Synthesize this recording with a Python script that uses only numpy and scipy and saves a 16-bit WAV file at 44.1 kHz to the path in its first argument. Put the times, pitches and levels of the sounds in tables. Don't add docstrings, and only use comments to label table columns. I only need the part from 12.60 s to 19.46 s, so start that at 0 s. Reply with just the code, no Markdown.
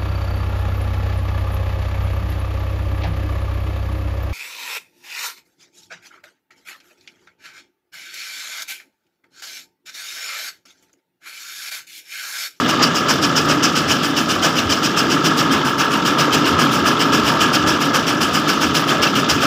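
import sys
import numpy as np
from scipy import signal
from scipy.fft import rfft, irfft, next_fast_len
from scipy.io import wavfile
from scipy.ndimage import uniform_filter1d, map_coordinates

SR = 44100
rng = np.random.default_rng(int(sys.argv[2]) if len(sys.argv) > 2 else 0)


def transcribe(u):
    v = np.clip(np.atleast_2d(u).T, -1, 1)
    q = np.round(v * 32767).astype(np.int16)
    wavfile.write(sys.argv[1], SR, q)


def volts_from_db(level):
    exponent = np.asarray(level, float) / 20
    return 10 ** exponent


N = 302526

# time in seconds, turns done.
WHEEL_TURNS = [(-0.2738, 0), (0.8044, 4), (1.6132, 7), (3.2338, 13), (3.5037, 14), (5.1168, 20),
               (5.388, 21), (6.196, 24), (7.0022, 27)]
KNIFE_AT = [.889, 1.383]
# first knife bite in dB, its lead-in in ms,
# second knife bite in dB, its lead-in in ms.
CUTS = [(-17.5, 25, -23.5, 12), (-18, 13, -22.5, 20), (-16.5, 17, -19.5, 16), (-17, 12, -20.5, 18),
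        (-17, 11.5, -20.5, 22), (-19.5, 35, -25, 16), (-20, 18, -22, 30), (-18.5, 30, -23, 34),
        (-19, 27, -22.6, 29), (-19, 24, -23.5, 30), (-21.5, 21, -22.5, 28), (-23.5, 21, -27, 20),
        (-23.5, 21, -27.5, 36), (-22.5, 21, -23.5, 24), (-20, 16, -25, 22), (-21, 22, -23.5, 29),
        (-23, 27, -24, 20), (-22, 24, -23, 55), (-20.5, 13, -23, 21), (-20.5, 18, -24, 13),
        (-20, 17, -24.5, 24), (-21, 17, -23, 29), (-21, 17, -24.5, 20), (-20.5, 22, -24, 21),
        (-20, 10.5, -25.5, 15), (-17.5, 11, -23.5, 29)]
# time in seconds, hood and air in view (0-1), motor and gear in view (0-1).
VIEW = [
    (0, 0.05, 0.4),
    (.9, 0, .2),
    (1.2, 0.4, 0),
    (2.4, 0, .1),
    (2.9, 0.8, 0.96),
    (4.8, .9, 1),
    (5.5, .8, 0.6),
    (6.3, 0.8, .6),
    (6.86, 0.8, 0.35),
]
# frequency in Hz, level in dB per Hz.
BITE_SPECTRUM = [(3300, -70), (4200, -12), (4900, 3.5), (5500, 3), (6300, -4.5), (7300, -8.5), (8200, -19),
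                 (9500, -38)]
HISS_SPECTRUM = [(6500, -14), (8000, -2), (10000, -1.5), (12500, -3), (15000, 0), (15500, 1), (15600, -30)]
HOOD_SPECTRUM = [(250, -57), (500, -6), (1000, -2), (1400, -1), (1540, 5), (1620, -13.5), (1720, 4.5),
                 (1900, -10), (2120, -5.5), (2300, -3), (3000, 2.5), (3600, -6), (4100, -9.5), (4800, -24)]
# time in seconds, peak in dB, pitch in Hz.
PINGS = [(0.3556, -26, 3100), (0.7527, -14, 3030), (0.8944, -18, 2890), (1.1702, -20, 3070),
         (1.3144, -13, 3050), (1.4356, -18, 3280), (1.828, -9.5, 3120), (1.9846, -7, 2830),
         (2.0924, -15, 3070), (2.119, -6.5, 3100), (2.6593, -10, 3090), (2.9083, -13.5, 3140),
         (3.4521, -13, 3100), (3.5733, -21, 3280), (3.5952, -16, 2880), (3.7254, -12, 3100),
         (3.8432, -12.5, 2840), (3.8721, -12, 2880), (3.9878, -20, 3130), (4.5331, -16, 2720),
         (5.4784, -16, 3340), (5.611, -21, 3100), (6.0187, -19, 2740), (6.2886, -10, 3140),
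         (6.4308, -8.5, 2930), (6.4687, -6.5, 2680), (6.556, -10, 2880), (6.6963, -12.5, 3080),
         (6.782, -17, 2570), (6.8254, -14, 3080)]
# delay in seconds, level in dB, growth in dB for each dB of bite.
CHAFF_S = [.01, .04, .068, .098, .122]
CHAFF_DB = [-44.5, -44.5, -54, -55, -54]
CHAFF_GROWS = [.5, 0.49, 0.37, 0.47, .8]
# time in seconds, swell in dB.
SPILLS = [(.05, 4), (.18, 6), (.86, 12), (.98, 7), (1.39, 3), (1.51, 12), (1.64, 6), (2.42, 0), (3.78, -1),
          (4.29, 8), (4.76, 8), (5.27, 4), (5.69, 6), (6.08, 6), (6.21, 5), (6.36, 0), (6.6, 8)]
# strength of each in dB, then its extra ring in the upper modes in dB.
TEETH_DB = [-0.044, 0.24, -1.2, 0.82, -1.6, 1.1, -0.76, -0.21, -1.3, 0.91, 1.3]
TEETH_BRIGHT_DB = [5, -1, -7, -11, -2, -3, 2, -3, -8, 1, 3]
# pitch in Hz, level in dB, lag in ms, ring in ms.
HOUSING = [(1180, -2, 3, 5.1), (1248, -4, -3, 10), (1299, -11, 2, 8), (1331, 4.5, -1.6, 3.47),
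           (1667, -5, 3, 5.3), (2980, -23, 2.5, 1.3)]
# time in seconds, level in dB.
LOAD = [(0.0, -19.5), (0.38, -18), (1.2, -18.5), (1.55, -20.5), (2.94, -17.5), (3.17, -21), (3.44, -18),
        (3.57, -18), (4.26, -17), (5.04, -17.5), (5.39, -19.5), (6.25, -19), (6.4, -18.5), (6.86, -18)]
# time in seconds, swell in dB.
JOLTS = [(.07, 4), (.21, 7.5), (.38, -3), (.9, 3.5), (1.87, 5), (2.92, -1.5), (3.61, 6), (3.76, 5),
         (4.02, 2.5), (5.79, 0.5), (5.92, 2), (6.32, 4.5), (6.46, 3)]
# frequency in Hz, level in dB per Hz.
CASING_SPECTRUM = [(330, -67), (420, -1.5), (600, 1), (780, -2), (870, -4.5), (1050, -2.5), (1250, 6.5),
                   (1420, -8.5), (1520, -2), (1670, 3), (1760, -2.5), (1830, -8.5), (2100, -6.5),
                   (2500, -30)]
WHIRR_SPECTRUM = [(1120, -32), (1900, -24), (2310, -7.5), (2890, -0.5), (3600, -1), (3900, -8.5),
                  (5180, -7.5), (7550, -20), (8500, -39), (11000, -58), (18700, -120)]
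MOTOR_SPECTRUM = [(800, -16), (880, -8.5), (936, -2.5), (990, -12), (1100, -5), (1180, -36)]
FRAME_SPECTRUM = [(59, -51), (100, -21), (146, -3.5), (194, -6), (285, 0.5), (384, -7.5), (417, -11),
                  (492, -22), (520, -11.5), (680, -48), (1140, -120)]
GROUND_SPECTRUM = [(15, -55), (25, -25), (54, -14.5), (81, 3.5), (115, 4.5), (150, -53), (250, -120)]
# pitch in Hz, width in Hz, level in dB.
HUM_MODES = [(144, 49, -4), (161, 16, -6), (244, 12, -3.5), (288.6, 28, 1.5), (322, 33, -8.5),
             (422.7, 23, -3), (466, 34, -7.5), (581, 38, -7), (741, 33, -11), (916, 48, -8),
             (1640, 74, -4.5)]
# time in seconds, peak in dB.
THUMPS = [(0, -38), (.61, -45), (.88, -29), (1.28, -28.5), (1.78, -29.5), (2.08, -26), (2.29, -45),
          (2.46, -39), (2.96, -35), (3.11, -43), (3.76, -34), (3.95, -27), (4.24, -33), (4.51, -32),
          (4.66, -29), (4.83, -38), (5.08, -28), (5.42, -37), (5.69, -31.5), (6.09, -29.5), (6.42, -31.5),
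          (6.74, -26.5)]

USUAL_BITE_DB = -21.5
HISS_DB, HOOD_DB, SHOWER_DB = -36, -21, -7.5
HISS_GROWS, HOOD_GROWS, SHOWER_GROWS = 0.6, 0.62, -0.22
HISS_SEEN_DB, HOOD_SEEN_DB, CHAFF_SEEN_DB = 4, 2.9, 3
MOTOR_SEEN_DB, GEAR_SEEN_DB = 14, 2.5
FRAME_DB, CASING_DB, GEAR_DB, WHIRR_DB, MOTOR_DB = -20.5, -26, -25, -28.5, -43.5
STAND_DB = -45
BRIGHT_HZ = 1500


def knives():
    t = np.arange(N) / SR
    power = np.zeros((3, N))
    rise_s = [[0.02], [0.024], [0.02]]
    fall_s = [[0.015], [0.014], [0.018]]
    shower_share = [[0.3], [0.3], [1.1]]
    for s, bite_db, lead_ms, seen in zip(*passes()):
        over_db = bite_db - USUAL_BITE_DB
        hiss_db = HISS_DB + HISS_GROWS * over_db + HISS_SEEN_DB * seen
        hood_db = HOOD_DB + HOOD_GROWS * over_db + HOOD_SEEN_DB * seen
        shower_db = SHOWER_DB + SHOWER_GROWS * over_db
        span = slice(max(round((s - 0.06) * SR), 0), round((s + 0.25) * SR))
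        u = t[span] - s
        entered = 1 / (1 + np.exp(-(u + lead_ms / 1000) / 0.0023))
        shear = np.exp(-(u / np.where(u < 0, rise_s, fall_s)) ** 2)
        after_s = u - 0.035
        shower_shape = np.exp(-np.abs(after_s / np.where(after_s < 0, 0.06, 0.04)) ** 1.4)
        shower = volts_from_db(2 * shower_db) * shower_shape
        parts_db = np.array([[bite_db + 0.5], [hiss_db], [hood_db + 0.5]])
        power[:, span] += volts_from_db(2 * parts_db) * entered * (shear + shower * shower_share)
    stalks = patchy(gritty(500, depth_db=1.0), depth_db=1.67)
    layers = [coloured(stalks, spectrum) for spectrum in (BITE_SPECTRUM, HISS_SPECTRUM, HOOD_SPECTRUM)]
    uneven_feed = volts_from_db(0.69 * wobble(60))
    return uneven_feed * np.sum(np.sqrt(power) * layers, axis=0)


def passes():
    s = moment(np.add.outer(np.arange(len(CUTS)), KNIFE_AT).ravel())
    bite_db, lead_ms = np.reshape(CUTS, (-1, 2)).T
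    hood_seen = np.interp(s, *np.transpose(VIEW)[:2])
    return s, bite_db, lead_ms, hood_seen


def moment(turns):
    s, done = np.transpose(WHEEL_TURNS)
    return np.interp(turns, done, s)


def pings():
    s, db, hz = np.transpose(PINGS)
    ring = rings(s + 0.003, hz, volts_from_db(db - 4), life_s=0.0033, slip=1)
    splinter_s = np.repeat(s, repeats=6) + rng.uniform(0, 0.012, 6 * len(s))
    splinter_hz = 3600 * np.exp(0.32 * rng.standard_normal(len(splinter_s)))
    splinter_gain = volts_from_db(np.repeat(db, repeats=6) - 14.5)
    return ring + rings(splinter_s, splinter_hz, splinter_gain, life_s=0.0016, slip=1.0)


def dust():
    s, bite_db, _, seen = passes()
    seen_db = CHAFF_SEEN_DB * np.outer(seen, [0.97, 0.85, 0.29, 0.26, 0.1])
    db = CHAFF_DB + np.outer(bite_db - USUAL_BITE_DB, CHAFF_GROWS) + seen_db
    rows = np.transpose([np.add.outer(s, CHAFF_S).ravel(), db.ravel()])
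    spill_db = humps(SPILLS, rise_s=0.015, fall_s=0.009)
    fall_db = curves(rows)[0] + spill_db + 0.68 * wobble(15)
    chaff = patchy(gritty(200, depth_db=1.9), depth_db=3.0)
    return volts_from_db(fall_db) * (coloured(chaff, HISS_SPECTRUM) + volts_from_db(9) * coloured(chaff, BITE_SPECTRUM))


def gear():
    tooth = np.arange(len(TEETH_DB) * WHEEL_TURNS[-1][1])
    chance = rng.standard_normal((len(tooth), 2))
    s = moment(tooth / len(TEETH_DB)) + 0.00012 * chance[:, 0]
    blow_db = np.resize(TEETH_DB, len(s)) + 1.95 * chance[:, 1]
    bright_db = np.resize(TEETH_BRIGHT_DB, len(s))
    knocks = np.zeros(N)
    for hz, db, lag_ms, ring_ms in HOUSING:
        gain = volts_from_db(db + blow_db + (hz > BRIGHT_HZ) * bright_db)
        knocks += rings(s + lag_ms / 1000, np.full(len(s), hz), gain, ring_ms / 1000, slip=0.14)
    level_db = worked(GEAR_DB, grows=1.02, jolt_share=0.25) + GEAR_SEEN_DB * curves(VIEW)[1]
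    return volts_from_db(level_db) * unit(knocks)


def casing():
    level_db = worked(CASING_DB, grows=0.59, jolt_share=1.37) + 1.0 + 0.83 * wobble(6.4)
    rattle = patchy(gritty(120, depth_db=2.0), depth_db=1.0)
    return volts_from_db(level_db) * coloured(rattle, CASING_SPECTRUM)


def whirr():
    level_db = worked(WHIRR_DB, grows=0.94, jolt_share=1.06) - 1.0 + 0.22 * wobble(25)
    rub = patchy(gritty(250, depth_db=2.5), depth_db=1.5)
    return volts_from_db(level_db) * coloured(rub, WHIRR_SPECTRUM)


def motor():
    level_db = MOTOR_DB + MOTOR_SEEN_DB * curves(VIEW)[1]
    return volts_from_db(level_db) * coloured(gritty(60, depth_db=2.0), MOTOR_SPECTRUM)


def frame():
    turn = np.interp(np.arange(N) / SR, *np.transpose(WHEEL_TURNS))
    heave_db = 0.54 * np.cos(4 * np.pi * (turn - 0.47))
    level_db = worked(FRAME_DB, grows=1.06, jolt_share=0.53) + heave_db
    rumble = volts_from_db(0.82 * wobble(17) - 1.5) * coloured(gritty(30, depth_db=-0.8), FRAME_SPECTRUM)
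    return volts_from_db(level_db) * (rumble + volts_from_db(-6.0) * hum())


def hum():
    m = next_fast_len(N + 8192)
    f = np.fft.rfftfreq(m, 1 / SR)
    modes = sum(volts_from_db(db) / np.sqrt(w) / (1 + (2 * (f - hz) / w) ** 2) for hz, w, db in HUM_MODES)
    return unit(irfft(rfft(rng.standard_normal(N), m) * modes, m)[:N])


def stand():
    thumps = [(s, volts_from_db(db)) for s, db in THUMPS]
    rocking = volts_from_db(STAND_DB) + humps(thumps, rise_s=0.028, fall_s=0.035)
    return rocking * coloured(rng.standard_normal(N), GROUND_SPECTRUM)


def worked(usual_db, grows, jolt_share):
    load_db = curves(LOAD)[0]
    jolt_db = humps(JOLTS, rise_s=0.019, fall_s=0.029)
    return usual_db + grows * (load_db - load_db.mean()) + jolt_share * jolt_db


def unit(x):
    return x / np.sqrt(np.mean(x ** 2) + 1e-20)


def curves(rows):
    s, *cols = np.transpose(rows)
    return [np.interp(np.arange(N) / SR, s, c) for c in cols]


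def wobble(rate):
    knots = rng.standard_normal(int(N * rate / SR) + 4)
    return map_coordinates(knots, [np.arange(N) * rate / SR])


def humps(events, rise_s, fall_s):
    t = np.arange(0, N, 64) / SR
    s, height = np.transpose(events)
    u = t - s[:, None]
    swells = np.exp(np.where(u < 0, u / rise_s, -u / fall_s))
    return np.interp(np.arange(N) / SR, t, height @ swells)


def coloured(x, spectrum):
    m = next_fast_len(N + 8192)
    hz, db = np.transpose(spectrum)
    f = np.fft.rfftfreq(m, 1 / SR)
    gain = volts_from_db(np.interp(np.log(f + 1), np.log(hz + 1), db, -120, -120))
    return unit(irfft(rfft(x, m) * gain, m)[:N])


def gritty(rate, depth_db):
    return volts_from_db(depth_db * wobble(rate)) * rng.standard_normal(N)


def patchy(x, depth_db):
    z = signal.stft(x, nperseg=256)[2]
    field = uniform_filter1d(rng.standard_normal(z.shape), size=9, axis=0)
    field = uniform_filter1d(field, size=9, axis=1)
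    return signal.istft(z * volts_from_db(depth_db * unit(field)), nperseg=256)[1][:N]


def rings(s, hz, gain, life_s, slip):
    k = np.arange(-SR // 60, SR // 30)
    u = k / SR / life_s
    shape = np.exp(-np.where(u < 0, u * u, np.sqrt(1 + u * u * 2) - 1))
    start = np.round(s * SR).astype(int)[:, None]
    cycles = hz[:, None] * k / SR + slip * rng.standard_normal((len(s), 1))
    wave = shape * np.sin(2 * np.pi * cycles)
    at = np.clip(start + k, -1, N) + 1
    return np.bincount(at.ravel(), (gain[:, None] * wave).ravel(), N + 2)[1:-1]


def scene():
    cutting = knives() + pings() + dust()
    machine = gear() + casing() + whirr() + motor() + frame() + stand()
    return (cutting + machine)[None]


def top_cut(x):
    return signal.sosfilt(signal.butter(12, 16850, fs=SR, output="sos"), x)


def record(dry):
    held = dry / (1 + np.abs(dry / 0.95) ** 4) ** (1 / 4)
    band = signal.cheby2(16, 14, 15560, fs=SR, output="sos")
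    return top_cut(signal.sosfiltfilt(band, held))


dry = scene()
out = record(dry)
transcribe(out)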